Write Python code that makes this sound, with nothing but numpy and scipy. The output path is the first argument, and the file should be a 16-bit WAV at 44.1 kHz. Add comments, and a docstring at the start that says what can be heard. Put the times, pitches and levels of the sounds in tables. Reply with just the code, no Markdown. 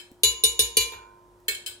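"""A small hard kitchen: a spoon taps the rim of a glass blender jar four times, then touches a bowl twice.
Glass and bowl are banks of dying sines with beating twins, over a bright crack and clatter of shaped noise.
A low pop of the air in the jar and a thump of the counter sit under each contact, bowl included.
Behind them lie room air, an appliance's hum, two hand ticks and a faint whistle as the spoon is drawn off."""
import sys
import numpy as np
from scipy import signal
from scipy.fft import rfft, irfft
from scipy.io import wavfile
from scipy.ndimage import uniform_filter1d

SR = 44100
rng = np.random.default_rng(int(sys.argv[2]) if len(sys.argv) > 2 else 0)


def materialize(psi):
    """Save the field psi as 16-bit PCM at rate SR to the path in sys.argv[1].

    A 1-D psi becomes a single channel; in a 2-D psi each row is a channel.
    """
    bounded = np.clip(np.atleast_2d(psi).T, -1, 1)
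    quanta = np.round(bounded * 32767).astype(np.int16)
    wavfile.write(sys.argv[1], SR, quanta)


def volts_from_db(level):
    """Convert decibel levels to linear amplitude ratios."""
    exponent = np.asarray(level, float) / 20
    return 10 ** exponent


N = 79380
LEAD = SR // 10  # samples kept ahead of the start, for contacts whose tails are already sounding


def evened(x):
    """Scales to rms 1."""
    return x / np.sqrt(np.mean(x ** 2) + 1e-20)


def read(points, hz):
    """Reads a table on a log-frequency axis."""
    f, value = np.transpose(points)
    return np.interp(np.log(hz + 1), np.log(f + 1), value)


def tilt(hz, slope_db):
    """Gain of a slope in dB per octave about 3 kHz, flat below 500 Hz."""
    return volts_from_db(slope_db * np.log2(np.clip(hz, 500, None) / 3000))


def add(mix, s, sound):
    """Mixes a sound in at time s."""
    part = mix[:, LEAD + round(s * SR):][:, :sound.shape[-1]]
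    part += sound[..., :part.shape[1]]


def blend(a, b, same):
    """Left and right spectra with a given likeness, from two independent ones."""
    return np.array([a, same * a + np.sqrt(1 - same ** 2) * b])


def noise(spectrum, same, count, slope_db=0):
    """Two channels of coloured noise at rms 1; same(hz) is their likeness."""
    hz = np.fft.rfftfreq(count, 1 / SR)
    a, b = rfft(rng.standard_normal((2, count)), axis=1)
    colour = volts_from_db(read(spectrum, hz)) * tilt(hz, slope_db)
    return evened(irfft(blend(a, b, np.clip(same(hz), -1, 1)) * colour, count))


def fuzzy(hz, width_hz, steady):
    """A tone at rms 1 whose height and phase wander: a steady part plus slow complex noise."""
    r = np.exp(-np.pi * width_hz / SR)
    wander = rng.standard_normal((N + SR, 2)) @ [1, 1j]
    for _ in range(2):
        wander = signal.lfilter([1], [1, -r], wander)
    wander = wander[SR:]  # the filters have settled
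    carrier = np.exp(2j * np.pi * np.cumsum(hz * np.ones(N)) / SR)
    return evened(((steady + wander / wander.std()) * carrier).real)


def room_air():
    """The still room: broadband noise, strongest in the bass, unlike in the two channels in some bands."""
    # room air colour: f/Hz, relative level/dB
    air = [(15, -44.5), (30, -23), (50, -4.5), (70, -22.5), (100, -15), (160, -14.5), (300, -16.5),
           (560, -16), (1000, -20), (1500, -26), (2500, -34), (10000, -38.5), (15500, -44), (17000, -60.5)]
    # left-right likeness of the air: f/Hz, likeness (1 = alike)
    likeness = [(60, 0.92), (180, 0.34), (550, 1), (1650, 0.11), (4970, 0.46), (15000, 1)]
    return volts_from_db(-61.5) * noise(air, lambda hz: read(likeness, hz), count=N)


def hum():
    """An appliance: narrow, nearly steady lines, the same in both channels."""
    # hum lines: f/Hz, level/dB rms
    lines = [(50, -72), (100, -70), (355, -60.5), (947, -72)]
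    return sum(volts_from_db(db) * fuzzy(hz, width_hz=1.1, steady=9) for hz, db in lines)


def whistle():
    """A faint fuzzy whistle as the spoon is drawn off: one wandering tone gliding in pitch and level."""
    # whistle path: t/s, f/Hz, level/dB rms
    path = [(0.94, 1404, -61), (0.991, 1494, -59), (1.04, 1429, -62.5), (1.09, 1480, -62),
            (1.2, 1480, -75.5)]
    t, (s, hz, db) = np.arange(N) / SR, np.transpose(path)
    tone = fuzzy(np.interp(t, s, hz), width_hz=160, steady=.5)
    return volts_from_db(np.interp(t, s, db, -140, -140)) * tone


def tick(treble_db, knock_db):
    """A thin click of dying high-passed noise, and a dull knock: a dying sine just after it."""
    click_hz, click_t60_s = 5000, 0.0096
    knock_hz, knock_t60_s, knock_after_s = 262, 0.024, 0.0012
    t = np.arange(SR // 10) / SR
    high_pass = signal.butter(1, click_hz, "high", fs=SR)
    click = signal.lfilter(*high_pass, rng.standard_normal(len(t)))
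    click *= volts_from_db(treble_db - 60 * t / click_t60_s) * np.minimum(t / .001, 1)
    late = np.maximum(t - knock_after_s, 0)
    knock = np.sin(2 * np.pi * knock_hz * late) * volts_from_db(knock_db - 60 * late / knock_t60_s)
    return click, knock


def hand_ticks():
    """Small ticks of a hand, as ring, rest and low mixes; the ring mix stays empty."""
    # ticks: t/s, treble level/dB, knock level/dB
    ticks = [(0.1152, -43.5, -37.5), (1.402, -51.5, -74)]
    mixes = np.zeros((3, 2, N + LEAD))
    for s, *levels in ticks:
        click, knock = tick(*levels)
        add(mixes[1], s, click)
        add(mixes[2], s, knock)
    return mixes


def rings(modes, rise_s, slope_db=0, after=0, count=SR, next_s=np.inf):
    """Sines (f/Hz, level/dB, t60/s, left-right/dB, left leads/rad) that start from rest and die."""
    scatter_db = 1  # random spread of each mode's level
    twin_db, twin_split, twin_start = -18.5, 0.001, 2.5  # dB, share of f higher, radians
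    damp_hz, damp_db, damp_s = 2600, -9.5, 0.007  # the next contact chokes the upper modes
    hz, db, t60, pan_db, lead = np.transpose(modes)
    clock = np.arange(count) / SR
    t = np.maximum(clock - after, 0)
    size = np.sqrt(2) * volts_from_db(db + scatter_db * rng.standard_normal(hz.shape)) * tilt(hz, slope_db)
    ports = np.array([size * volts_from_db(side * pan_db / 2) * np.exp(.5j * side * lead) for side in (1, -1)])
    swing = np.exp((2j * np.pi * hz - np.log(1000) / t60)[:, None] * t) * (1 - np.exp(-t / rise_s))
    # a weaker twin a little higher makes each mode swell and beat
    swing *= 1 + volts_from_db(twin_db) * np.exp(1j * (2 * np.pi * twin_split * hz[:, None] * t + twin_start))
    swing[hz > damp_hz] *= volts_from_db(damp_db * np.clip((clock - next_s) / damp_s, 0, 1))
    return (ports @ swing).imag


def thump(count):
    """The counter under a contact: a few low modes, each arriving a little late."""
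    # counter modes: f/Hz, relative level/dB, t60/s, arrives after t/s
    counter = np.array([(57.58, -4, 0.36, .032), (95, -4.5, 0.14, .012), (111.18, -3, 0.052, .036),
                        (139, -5.5, 0.075, 0.0033)])
    modes = [(*mode[:3], .8, .15) for mode in counter]
    return rings(modes, rise_s=0.0057, after=counter[:, 3:], count=count)


def pop(count):
    """The air in the jar: a low, slowly starting, soon dying group of resonances."""
    # air modes: f/Hz, relative level/dB, t60/s
    air_modes = [(393, -1.5, .09), (426, -16.5, 0.13), (446.7, 6.5, 0.07), (469.6, -13.5, 0.34),
                 (230, -10, 0.062)]
    return rings([(*mode, -2.5, .3) for mode in air_modes], rise_s=0.0084, count=count)


def patchy(spectrum):
    """Gives a smooth spectrum random narrow peaks and valleys."""
    patch_db, patch_hz, grid_hz = 6.5, 115.5, 20
    hz = np.arange(20, SR / 2, grid_hz)
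    rough = uniform_filter1d(rng.standard_normal(len(hz)), max(round(patch_hz / grid_hz), 1))
    return np.c_[hz, read(spectrum, hz) + patch_db * evened(rough)]


def clatter_noise(spectrum, slope_db):
    """Many weak short modes heard as noise: a brighter, shorter crack over a longer clatter."""
    rise_s, crack_t60_s, clatter_t60_s, clatter_db = 0.000095, 0.019, 0.12, 1  # dB against the crack
    crack_tilt_db = 23  # per octave brighter than the clatter
    t = np.arange(SR) / SR
    same = lambda hz: 0.18 + 0 * hz  # left-right likeness, equal at every frequency
    crack = noise(spectrum, same, count=SR, slope_db=slope_db + crack_tilt_db)
    clatter = noise(spectrum, same, count=SR, slope_db=slope_db)
    both = volts_from_db(-60 * t / crack_t60_s) * crack + volts_from_db(clatter_db - 60 * t / clatter_t60_s) * clatter
    return both * 2 * (1 - np.exp(-t / rise_s))


def blow(modes, spot, clatter, next_s, count, ring_db, clatter_db, pop_db, thump_db, slope_db):
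    """One contact: ringing modes with the pop of the jar's air, crack and clatter, and the counter's thump."""
    struck = np.c_[modes[:, [0, 1 + spot]], modes[:, -3:]]
    ring = volts_from_db(ring_db) * rings(struck, 0.002, slope_db, count=count, next_s=next_s)
    rest = volts_from_db(clatter_db) * clatter_noise(clatter, slope_db)
    short = min(count, SR // 2)
    ring[:, :short] += volts_from_db(pop_db) * pop(short)
    return ring, rest, volts_from_db(thump_db) * thump(short)


def blows(taps, spots, modes, clatter):
    """All contacts on one object, as ring, rest and low mixes; each chokes the ring of the one before."""
    mixes = np.zeros((3, 2, N + LEAD))
    clatter = patchy(clatter)
    lasting = round(modes[:, -3].max() * SR * 2)  # twice the longest t60
    gaps = np.diff([row[0] for row in taps] + [np.inf])
    for (s, *levels), spot, gap in zip(taps, spots, gaps):
        count = min(N - round(s * SR), lasting)
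        for mix, sound in zip(mixes, blow(modes, spot, clatter, gap, count, *levels)):
            add(mix, s, sound)
    return mixes


def bowl():
    """The bowl, touched twice with small bounces; two more contacts fall just before the start."""
    # bowl mode frequencies: f/Hz
    bowl_hz = [1810, 2220, 2283, 2600, 3100, 3150, 4200, 4900, 5190, 6900, 7455, 9055, 10560, 10830, 12200]
    # bowl modes: relative level/dB struck at spot 0, at spot 1, t60/s, left-right/dB, left leads/rad
    bowl_modes = [(0, -21.5, 0.18, -4, 4), (-3.5, -15, 0.24, -9.5, 4), (-6, -25.5, 0.16, -16.5, 2.8),
                  (-19, -4, 0.072, 5, 1.7), (0, 1.5, 0.12, 9, 4.6), (2.5, 0, 0.067, 5.5, 2),
                  (5, -4, 0.0996, 6, 1.38), (-26, -11, 0.19, 3.5, 1.5), (-14.5, -1.5, 0.11, 6.5, -1),
                  (2.5, -0.5, 0.04, 16, 4), (-22.5, -7, 0.082, 4.5, 2), (-7, -6, 0.13, 3.5, -0.85),
                  (-7, -16, 0.028, 2.5, 0.5), (0, 2.5, 0.032, 6.5, 1.5), (-1, -12, 0.07, -1, 4)]
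    # contacts: t/s, ring level/dB, clatter level/dB, pop level/dB, thump level/dB,
    # brightness/dB per octave about 3 kHz
    touches = [(-.035, -43.5, -48.5, -61, -76, -0.5), (-.02, -39, -49.5, -61.5, -77, -2),
               (1.482, -28, -32, -37.5, -52, 0.5), (1.487, -39.5, -37, -40, -64, 5),
               (1.547, -41, -47, -56, -71, 1), (1.662, -36, -40.5, -59, -64, 1),
               (1.675, -44.5, -43.5, -55.5, -55, 2)]
    # spot touched by each contact: number
    touched = (0, 1, 0, 0, 0, 1, 1)
    # bowl clatter colour: f/Hz, relative level/dB
    colour = [(320, -61), (550, -22.5), (1250, -21), (2000, -8.5), (3100, -8), (4900, -11), (6000, -22),
              (6900, -13), (8910, -15.5), (15400, -19), (17000, -77)]
    return blows(touches, touched, np.c_[bowl_hz, bowl_modes], colour)


def jar():
    """The glass jar's rim: four clear taps and weaker contacts after them; each spot favours other modes."""
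    # glass mode frequencies: f/Hz
    glass_hz = [930, 1033, 2225, 2382, 2904, 2918, 3430, 3590, 3655, 3720, 3785, 3993, 4003, 3860, 4472,
                4794, 5571, 6250, 6841, 6851, 7330, 7633, 9362, 9452, 9808, 12125, 12548, 13480]
    # glass modes: relative level/dB struck at rim spot 0, at spot 1, at spot 2, t60/s,
    # left-right/dB, left leads/rad
    glass_modes = [(-36.5, -30.5, -28, 1.5, -3, 1.9), (-21, -26.5, -19.5, 1.2, -7.5, 1.8),
                   (-21, -26.5, -28.5, 0.45, -10, -1.5), (-35.5, -30, -10, 0.47, -4.5, 7),
                   (-5.5, -9.5, -6.5, 0.29, -7, -1.45), (-7.5, -18, -11.5, 0.28, 2, -3),
                   (-20, -10.5, -24, 0.065, -0.5, 1), (-13.5, -8, -28, 0.12, -0.5, 2),
                   (-7, -7.5, -19, 0.12, -4, 2), (-7, 0, -24.5, 0.16, -6, 2.5),
                   (1.5, 1, -15.5, 0.06, -5.5, 1), (1, -14.5, -8.5, 0.18, 5.5, 1),
                   (-10, -16, -26.5, 0.16, 0.5, -5.3), (-1, 2, -28.5, 0.13, 1.5, 3),
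                   (-7.5, -44.5, -6, 0.14, -4, 0.4), (-25.5, -14, -22, 0.17, -5.5, -2.5),
                   (-25, -8.5, -12.5, 0.09, 3.5, 1.0), (-4.5, -21, 1.5, 0.023, 2.5, -0.3),
                   (-14, -16.5, -17, 0.4, 4, -6), (-4, -11, -10, 0.26, 7.5, 0.5),
                   (-20.5, -20, -43.5, 0.27, -1.5, 3.5), (-10.5, -10.5, -29.5, 0.099, 3, -2.5),
                   (-18.5, -17.5, 4, 0.041, 5, 1.5), (-1, 1.5, -25, 0.09, 3.5, 0.73),
                   (-11, -13, -28, 0.18, -0.5, -1.5), (-20, -7.5, -4.5, 0.033, -4.5, -1.5),
                   (-11, -23, -35, 0.042, -3, 3.5), (-10, -5.5, -3, 0.041, 1, 4)]
    # contacts: t/s, ring level/dB, clatter level/dB, pop level/dB, thump level/dB,
    # brightness/dB per octave about 3 kHz
    rim_taps = [(.2335, -17.5, -23.5, -25, -33, 2.5), (.437, -16.5, -28, -25.5, -37.5, 2.5),
                (.592, -19.5, -25.5, -24, -34, 3), (.769, -17, -25, -22.5, -34.5, 2.5),
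                (.809, -32.5, -34.5, -50.5, -65, 0), (.921, -42, -48.5, -41, -58, -11),
                (.935, -53, -50.5, -56, -47, -12.5)]
    # rim spot struck by each contact: number
    rim_spots = (0, 1, 1, 2, 0, 1, 0)
    # glass clatter colour: f/Hz, relative level/dB
    colour = [(320, -61), (550, -42), (1350, -31.5), (2200, -17), (2650, -18.5), (3700, -11.5), (4500, -14),
              (5150, -20), (6500, -9), (7500, -19.5), (8300, -26.5), (9700, -18.5), (13300, -20.5),
              (14200, -21.5), (16000, -42), (17200, -57.5)]
    return blows(rim_taps, rim_spots, np.c_[glass_hz, glass_modes], colour)


def room(x):
    """Sparse echoes of random sign, each band dying at its own speed, the bass alike in both channels."""
    # reverberation: f/Hz, t60/s, left-right likeness (1 = alike)
    decay = np.array([(100, .3, 1), (450, 0.65, 1), (2000, 0.36, 0.77), (5130, 0.35, .2), (9600, 0.3, 0.15),
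                      (15000, 0.16, 0.1)])
    start_s = .004
    taps = np.zeros((2, SR))
    at = np.arange(0, SR - 20, 20) + rng.integers(0, 20, (2, (SR - 1) // 20))  # one in every 20 samples
    np.put_along_axis(taps, at, rng.choice([-1., 1.], at.shape), 1)
    hz, t, bands = signal.stft(taps, SR, nperseg=256)
    same = np.clip(read(decay[:, ::2], hz), 0, 1)[:, None]
    t60 = read(decay[:, :2], hz)[:, None]
    bands = blend(bands[0], bands[1], same) * volts_from_db(-60 * t / t60)
    tail = signal.istft(bands, SR, nperseg=256)[1]
    tail = np.pad(tail / np.linalg.norm(tail[0]), ((0, 0), (round(start_s * SR), 0)))
    return signal.fftconvolve(x, tail, axes=1)[:, :x.shape[1]]


def scene():
    """Jar, bowl and hand with the room's answer, over the background; low knocks and thumps stay dry."""
    ring, rest, low = jar() + bowl() + hand_ticks()
    wet = room(volts_from_db(-13) * ring + volts_from_db(-2) * rest)
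    background = room_air() + hum() + whistle()
    return (ring + rest + low + wet)[:, LEAD:] + background


def low_pass(x):
    """Removes everything above the highest recorded frequency."""
    return signal.sosfilt(signal.butter(12, 17160, fs=SR, output="sos"), x)


def record(dry):
    """The last step between the finished mix and the file; no gain is applied ahead of it."""
    return low_pass(dry)


dry = scene()
out = record(dry)
materialize(out)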